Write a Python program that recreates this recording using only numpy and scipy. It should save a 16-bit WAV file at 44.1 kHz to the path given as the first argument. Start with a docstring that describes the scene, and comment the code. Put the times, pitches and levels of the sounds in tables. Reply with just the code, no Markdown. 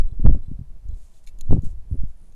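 """On the ice beside a fishing hole, gear is handled right next to a camera's microphone. Two bunches of
dull, hollow knocks, with lighter bumps after them, sound over scuffing and a low rumble of wind and
handling. Crumbs of ice crunch under the knocks. Between the bunches a small hard part clicks and
rattles, and a sleeve brushes by. Faint chirps and a whirr sit behind it all. Open air, nearly mono."""
import sys
import numpy as np
from scipy import signal
from scipy.fft import rfft, irfft, next_fast_len
from scipy.io import wavfile
from scipy.ndimage import map_coordinates

SR = 44100
rng = np.random.default_rng(int(sys.argv[2]) if len(sys.argv) > 2 else 0)


def store_pcm(level_fs):
    """Save levels as 16-bit WAV."""
    pcm = np.round(np.clip(level_fs, -1, 1) * 32767).astype(np.int16)
    wavfile.write(sys.argv[1], SR, np.atleast_2d(pcm).T)


N = 103635


def amp(db):
    """Turn decibels into a number to multiply by."""
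    return 10 ** (np.asarray(db) / 20)


def unit(x):
    """Scale a sound so that its average (rms) level is 1."""
    return x / np.sqrt(np.mean(x ** 2) + 1e-20)


def gain(points, hz):
    """Read a smooth tone curve of (frequency [Hz], level [dB]) points as multipliers."""
    point_hz, db = np.transpose(points)
    return amp(np.interp(np.log(hz + 1), np.log(point_hz + 1), db))


def filtered(x, response):
    """Turn each frequency of a sound up or down by response(hz)."""
    size = next_fast_len(N + 8192)
    hz = np.fft.rfftfreq(size, 1 / SR)
    return irfft(rfft(x, size) * response(hz), size)[..., :N]


def noise(tone):
    """Noise shaped by a tone curve, at an average level of 1."""
    return unit(filtered(rng.standard_normal(N), lambda hz: gain(tone, hz)))


def wobble(rate):
    """A smooth curve through `rate` random values a second."""
    return map_coordinates(rng.standard_normal(int(N * rate / SR) + 4), [np.arange(N) * rate / SR])


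def grainy_noise(tone, flicker_db, rate):
    """Noise whose level flickers, so that it sounds rough."""
    return unit(noise(tone) * amp(flicker_db * wobble(rate)))


def curve(rows):
    """Join (time [s], value) points with straight lines."""
    return np.interp(np.arange(N) / SR, *np.transpose(rows))


def swells(rows):
    """Smooth rises and falls in level from (middle [s], length [s], level [dB]) rows."""
    t = np.arange(N) / SR
    return sum(amp(db) * np.exp(-2 * ((t - s) / length) ** 2) for s, length, db in rows)


def causal(gains):
    """A filter with these gains that sounds only after it is struck (minimum phase)."""
    cepstrum = irfft(np.log(np.maximum(gains, 1e-6)))
    half = len(cepstrum) // 2
    cepstrum[1:half] *= 2
    cepstrum[half + 1:] = 0
    return np.exp(rfft(cepstrum))


def fade(t, t60):
    """Die away by 60 dB in t60 seconds, the fade time."""
    return np.exp(-np.log(1000) * t / t60)


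def ring(modes, t):
    """The fading tones (modes) of a struck object; their levels vary from blow to blow."""
    return sum(amp(db + rng.normal(0, 2.5)) * fade(t, t60) * np.sin(2 * np.pi * hz * t)
               for hz, db, t60 in modes)


def add(track, s, db, sound):
    """Mix a sound in at s seconds, with its peak at db."""
    part = track[round(s * SR):][:len(sound)]
    part += amp(db) * sound[:len(part)] / np.abs(sound).max()


def air():
    """The steady hiss of open air."""
    # tone of the hiss (frequency [Hz], level [dB])
    tone = [(180, 0), (300, -7), (523, -10.5), (606, -5.5), (726, -9.5), (1130, -14), (1400, -18),
            (3070, -22), (3550, -22.5), (6400, -23.5), (15000, -24.5)]
    return noise(tone)


def lens():
    """Tiny double chirps and a thin, pulsing whirr, perhaps the lens motor."""
    # first chirp of each pair (time [s])
    chirp_times = [.086, .433, 0.912, 1.142]
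    # tones in a chirp (frequency [Hz], relative level [dB])
    chirp_tones = [(3500, -11), (4030, -10), (8080, -12)]
    # when the whirr runs (start [s], end [s])
    whirr_times = [(1.90, 1.97), (2.17, 2.30)]
    # tone of the whirr (frequency [Hz], level [dB])
    whirr_tone = [(7000, -24), (8800, -12), (9700, 0), (10600, -11), (12000, -24)]
    gap_s, chirp_s, pulse_hz = 0.03, 0.0052, 72
    chirps, t = np.zeros(N), np.arange(N) / SR
    blips = sum(np.exp(-((t - s - delay) / chirp_s) ** 2) for s in chirp_times for delay in (0, gap_s))
    whine = sum(amp(db) * np.sin(2 * np.pi * hz * t + 0.5 * wobble(360)) for hz, db in chirp_tones)
    add(chirps, 0, -63, blips * whine)
    running = sum((t > start) & (t < end) for start, end in whirr_times)
    pulses = np.sin(np.pi * pulse_hz * t) ** 2
    return chirps + amp(-71) * running * pulses * noise(whirr_tone)


def rumble():
    """Wind and handling slowly push on the microphone."""
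    # strength of the rumble (time [s], relative level [dB])
    levels = [(0.05, -22), (0.17, -25), (0.29, -8), (0.35, -20), (0.44, -27), (0.8, -38), (0.89, -26),
              (1.2, -50.5), (1.29, -32.5), (1.39, -31), (1.53, -18), (1.62, -24.5), (1.67, -16),
              (1.76, -32), (1.84, -32.5), (1.92, -24.5), (2.07, -27), (2.15, -44.5), (2.32, -36.5),
              (2.35, -45.5)]
    # its deep tone (frequency [Hz], level [dB])
    tone = [(12, 6), (25, -1.5), (45, -7.5), (80, -18), (130, -39), (500, -65.5), (1500, -93)]
    level_db = curve(levels) + 2 + 4.5 * wobble(11.01)
    return amp(level_db) * noise(tone)


def sleeve():
    """Cloth brushes by in soft, grainy strokes."""
    # sleeve strokes (middle [s], length [s], level [dB])
    strokes = [(1.027, 0.12, -67), (1.174, 0.066, -67.5), (1.245, 0.013, -66), (1.535, 0.087, -70.5),
               (1.654, 0.027, -59), (1.702, 0.039, -67.5), (1.93, 0.061, -78), (2.011, 0.037, -72),
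               (2.1, 0.045, -74), (2.27, 0.15, -78)]
    # tone of rubbing cloth (frequency [Hz], level [dB])
    tone = [(500, -17.5), (2500, -9), (5900, -7), (6550, -1), (7400, -2.5), (10000, -6), (12500, -11),
            (15000, -10.5)]
    return swells(strokes) * grainy_noise(tone, flicker_db=1.5, rate=410)


def scuff():
    """Gear shifts and rubs as it is handled, low and uneven."""
    # strength of the rubbing (time [s], level [dB])
    levels = [(0, -67), (.11, -49.5), (.17, -55.5), (.27, -37), (.33, -43), (.39, -48.5), (.44, -58),
              (.58, -51), (.67, -60.5), (.73, -51.5), (.80, -70), (.91, -49), (1.10, -74.5), (1.22, -74),
              (1.3, -61), (1.48, -53.5), (1.52, -34), (1.57, -36), (1.605, -47), (1.69, -49), (1.76, -63.5),
              (1.86, -55.5), (1.94, -50), (2.13, -82), (2.23, -58.5)]
    # its low tone (frequency [Hz], level [dB])
    tone = [(50, -2), (130, 2), (250, -12), (520, -20), (800, -29.5), (1500, -40.5), (5000, -78)]
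    return amp(curve(levels)) * grainy_noise(tone, flicker_db=2.8, rate=90)


def grit():
    """Crumbs of ice crunch briefly under the knocks."""
    # crunches (middle [s], length [s], level [dB])
    crunches = [(.28, 0.075, -62.5), (1.535, 0.071, -62.5), (1.665, 0.024, -67), (1.935, 0.026, -75)]
    # tone of the crumbs (frequency [Hz], level [dB])
    tone = [(200, -5.5), (550, -1.5), (1200, 4), (1900, -10.5), (2400, -4.5), (4000, -9), (12000, -38)]
    return swells(crunches) * grainy_noise(tone, flicker_db=6.5, rate=400)


def taps(hits, modes, burst_fade_s):
    """Each tap on a small hard part makes a burst of bright noise and sets the part ringing."""
    out, t = np.zeros(N), np.arange(SR // 8) / SR
    treble_only = signal.butter(2, 2000, "hp", fs=SR, output="sos")
    attack = 1 - np.exp(-t / 0.00025)
    for s, db in hits:
        burst = signal.sosfilt(treble_only, rng.standard_normal(len(t))) * fade(t, burst_fade_s)
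        add(out, s, db, (ring(modes, t) + amp(-1) * burst) * attack)
    return out


def clicks():
    """The small hard part makes sharp contacts that die away at once."""
    # clicks (time [s], peak level [dB])
    hits = [(.8875, -52), (1.266, -45), (1.3875, -43), (1.410, -30), (1.4625, -60), (1.621, -50.5),
            (2.323, -53.5)]
    # the part's ringing tones (frequency [Hz], level [dB], fade time [s])
    modes = [(3400, -9.5, 0.011), (4129, -4, 0.019), (6420, -2, 0.015), (6800, 1.5, 0.015),
             (11080, -0.5, 0.0067), (13700, -7, 0.009)]
    return taps(hits, modes, burst_fade_s=0.016)


def rattle():
    """Looser contacts come close together and ring for longer."""
    # loose contacts (time [s], peak level [dB])
    hits = [(1.2724, -39.5), (1.2775, -51), (1.286, -48.5)]
    # their ringing tones (frequency [Hz], level [dB], fade time [s])
    modes = [(2300, 3, 0.025), (2650, -11.5, 0.088), (3670, -0.5, 0.03), (4124, -7, 0.04),
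             (6600, -2, 0.035), (7050, -5, .045), (9560, -15, 0.021)]
    return taps(hits, modes, burst_fade_s=0.079)


def crackles():
    """Brief overload-like crackles on the hardest knocks, each with a short rough tail."""
    # crackles (time [s], peak level [dB])
    hits = [(0.2513, -52), (0.2552, -46.5), (0.2615, -38), (0.2638, -23.5), (0.2662, -39), (0.268, -29.5),
            (0.2696, -40), (0.2947, -49), (1.511, -54), (1.529, -48.5)]
    # tone of a crackle (frequency [Hz], level [dB])
    tone = [(100, -13), (700, 31.5), (1400, 17), (3000, 2.5), (6000, -11), (14000, -21.5)]
    out, t = np.zeros(N), np.arange(1024) / SR
    colour = causal(gain(tone, np.fft.rfftfreq(len(t), 1 / SR)))
    for s, db in hits:
        rough_tail = rng.standard_normal(len(t)) * fade(t, t60=0.0039)
        pulse = 1 + rfft(rough_tail / np.linalg.norm(rough_tail))
        add(out, s, db, irfft(colour * pulse))
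    return out


def knocks():
    """Each knock of the gear is one push with a short shudder and a hollow ring; soft ones are duller."""
    # knocks (time [s], peak level [dB], frequency above which the knock is dulled [Hz])
    hits = [(0.122, -26, 130), (0.196, -20, 240), (0.242, -16, 340), (0.2515, -4, 231),
            (0.2548, -14.5, 800), (0.2625, -5.5, 580), (0.269, -12.5, 482), (0.282, -8.5, 79.4),
            (0.2952, -14, 600), (.307, -11.5, 180), (.347, -22, 704), (0.358, -21, 202), (0.37, -23, 248),
            (0.481, -25, 151), (0.514, -21, 256), (0.59, -23.5, 180), (0.611, -25, 154), (0.851, -28, 76),
            (0.888, -20.5, 86), (0.925, -26.5, 70), (1.493, -13, 146), (1.503, -10.5, 101),
            (1.5084, -15.5, 970), (1.521, -11.5, 355), (1.5262, -17, 730), (1.529, -8, 910),
            (1.533, -17, 525), (1.541, -8.5, 291), (1.548, -16, 414), (1.560, -15.5, 313),
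            (1.567, -17.5, 670), (1.577, -17, 377), (1.583, -13.5, 119), (1.633, -24, 265),
            (1.667, -24.5, 175), (1.912, -21, 233), (1.922, -15.5, 91), (1.942, -22, 390),
            (1.954, -28, 416), (1.99, -27.5, 101), (2.034, -21.5, 226)]
    # tone of the body that the knocks sound through (frequency [Hz], level [dB])
    body_tone = [(20, -2.5), (40, 1), (80, 3), (160, 1), (250, -3), (500, -12.5), (1000, -16.5),
                 (2000, -26), (5000, -31.5), (14000, -35.5)]
    # its ringing tones (frequency [Hz], level [dB], fade time [s])
    body_modes = [(137.5, -11.5, 0.16), (258, -2.5, 0.029), (372, -8.5, 0.045), (472, -14, 0.021),
                  (569, -15.5, 0.072), (764, -6, 0.013)]
    shudder_db, shudder_hz, ring_db, damping = -3, 480, -10, 1.62
    out, t = np.zeros(N), np.arange(SR // 2) / SR
    hz = np.fft.rfftfreq(len(t), 1 / SR)
    body = causal(gain(body_tone, hz))
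    for s, db, corner_hz in hits:
        shudder = rng.standard_normal(len(t)) * fade(t, t60=0.041)
        dull_shudder = rfft(shudder / np.linalg.norm(shudder)) / (1 + 1j * hz / shudder_hz)
        force = 1 + amp(shudder_db) * dull_shudder  # the 1 is the single clean push
        thud = irfft(force * body)
        blow = thud / np.abs(thud).max() + amp(ring_db) * ring(body_modes, t)
        ratio = 1j * hz / corner_hz
        treble_cut = (1 + damping * ratio + ratio ** 2) ** 2
        add(out, s, db, irfft(rfft(blow) / treble_cut))
    return out


def scene():
    """Mix left and right: everything sits near the middle, with the small sounds slightly to the left."""
    small = clicks() + rattle() + crackles() + grit() + sleeve() + lens()
    middle = knocks() + rumble() + scuff() + small + amp(-67) * air()
    # a faint side signal, added on the left and taken away on the right, so the two sides differ very slightly
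    side = amp(-83.5) * air() + amp(-30.5) * small
    side += amp(-41.5) * (knocks() + rumble() + scuff())
    return np.array([middle + side, middle - side])


def record(dry):
    """The microphone overloads on any peak past full scale and loses the highest treble."""
    # the microphone's tone (frequency [Hz], level [dB])
    tone = [(11000, 1.5), (13500, -4.5), (15000, -15.5)]
    top_hz = 15600
    clipped = np.clip(dry, -1, 1)
    return filtered(clipped, lambda hz: gain(tone, hz) * (hz < top_hz))


dry = scene()
out = record(dry)
store_pcm(out)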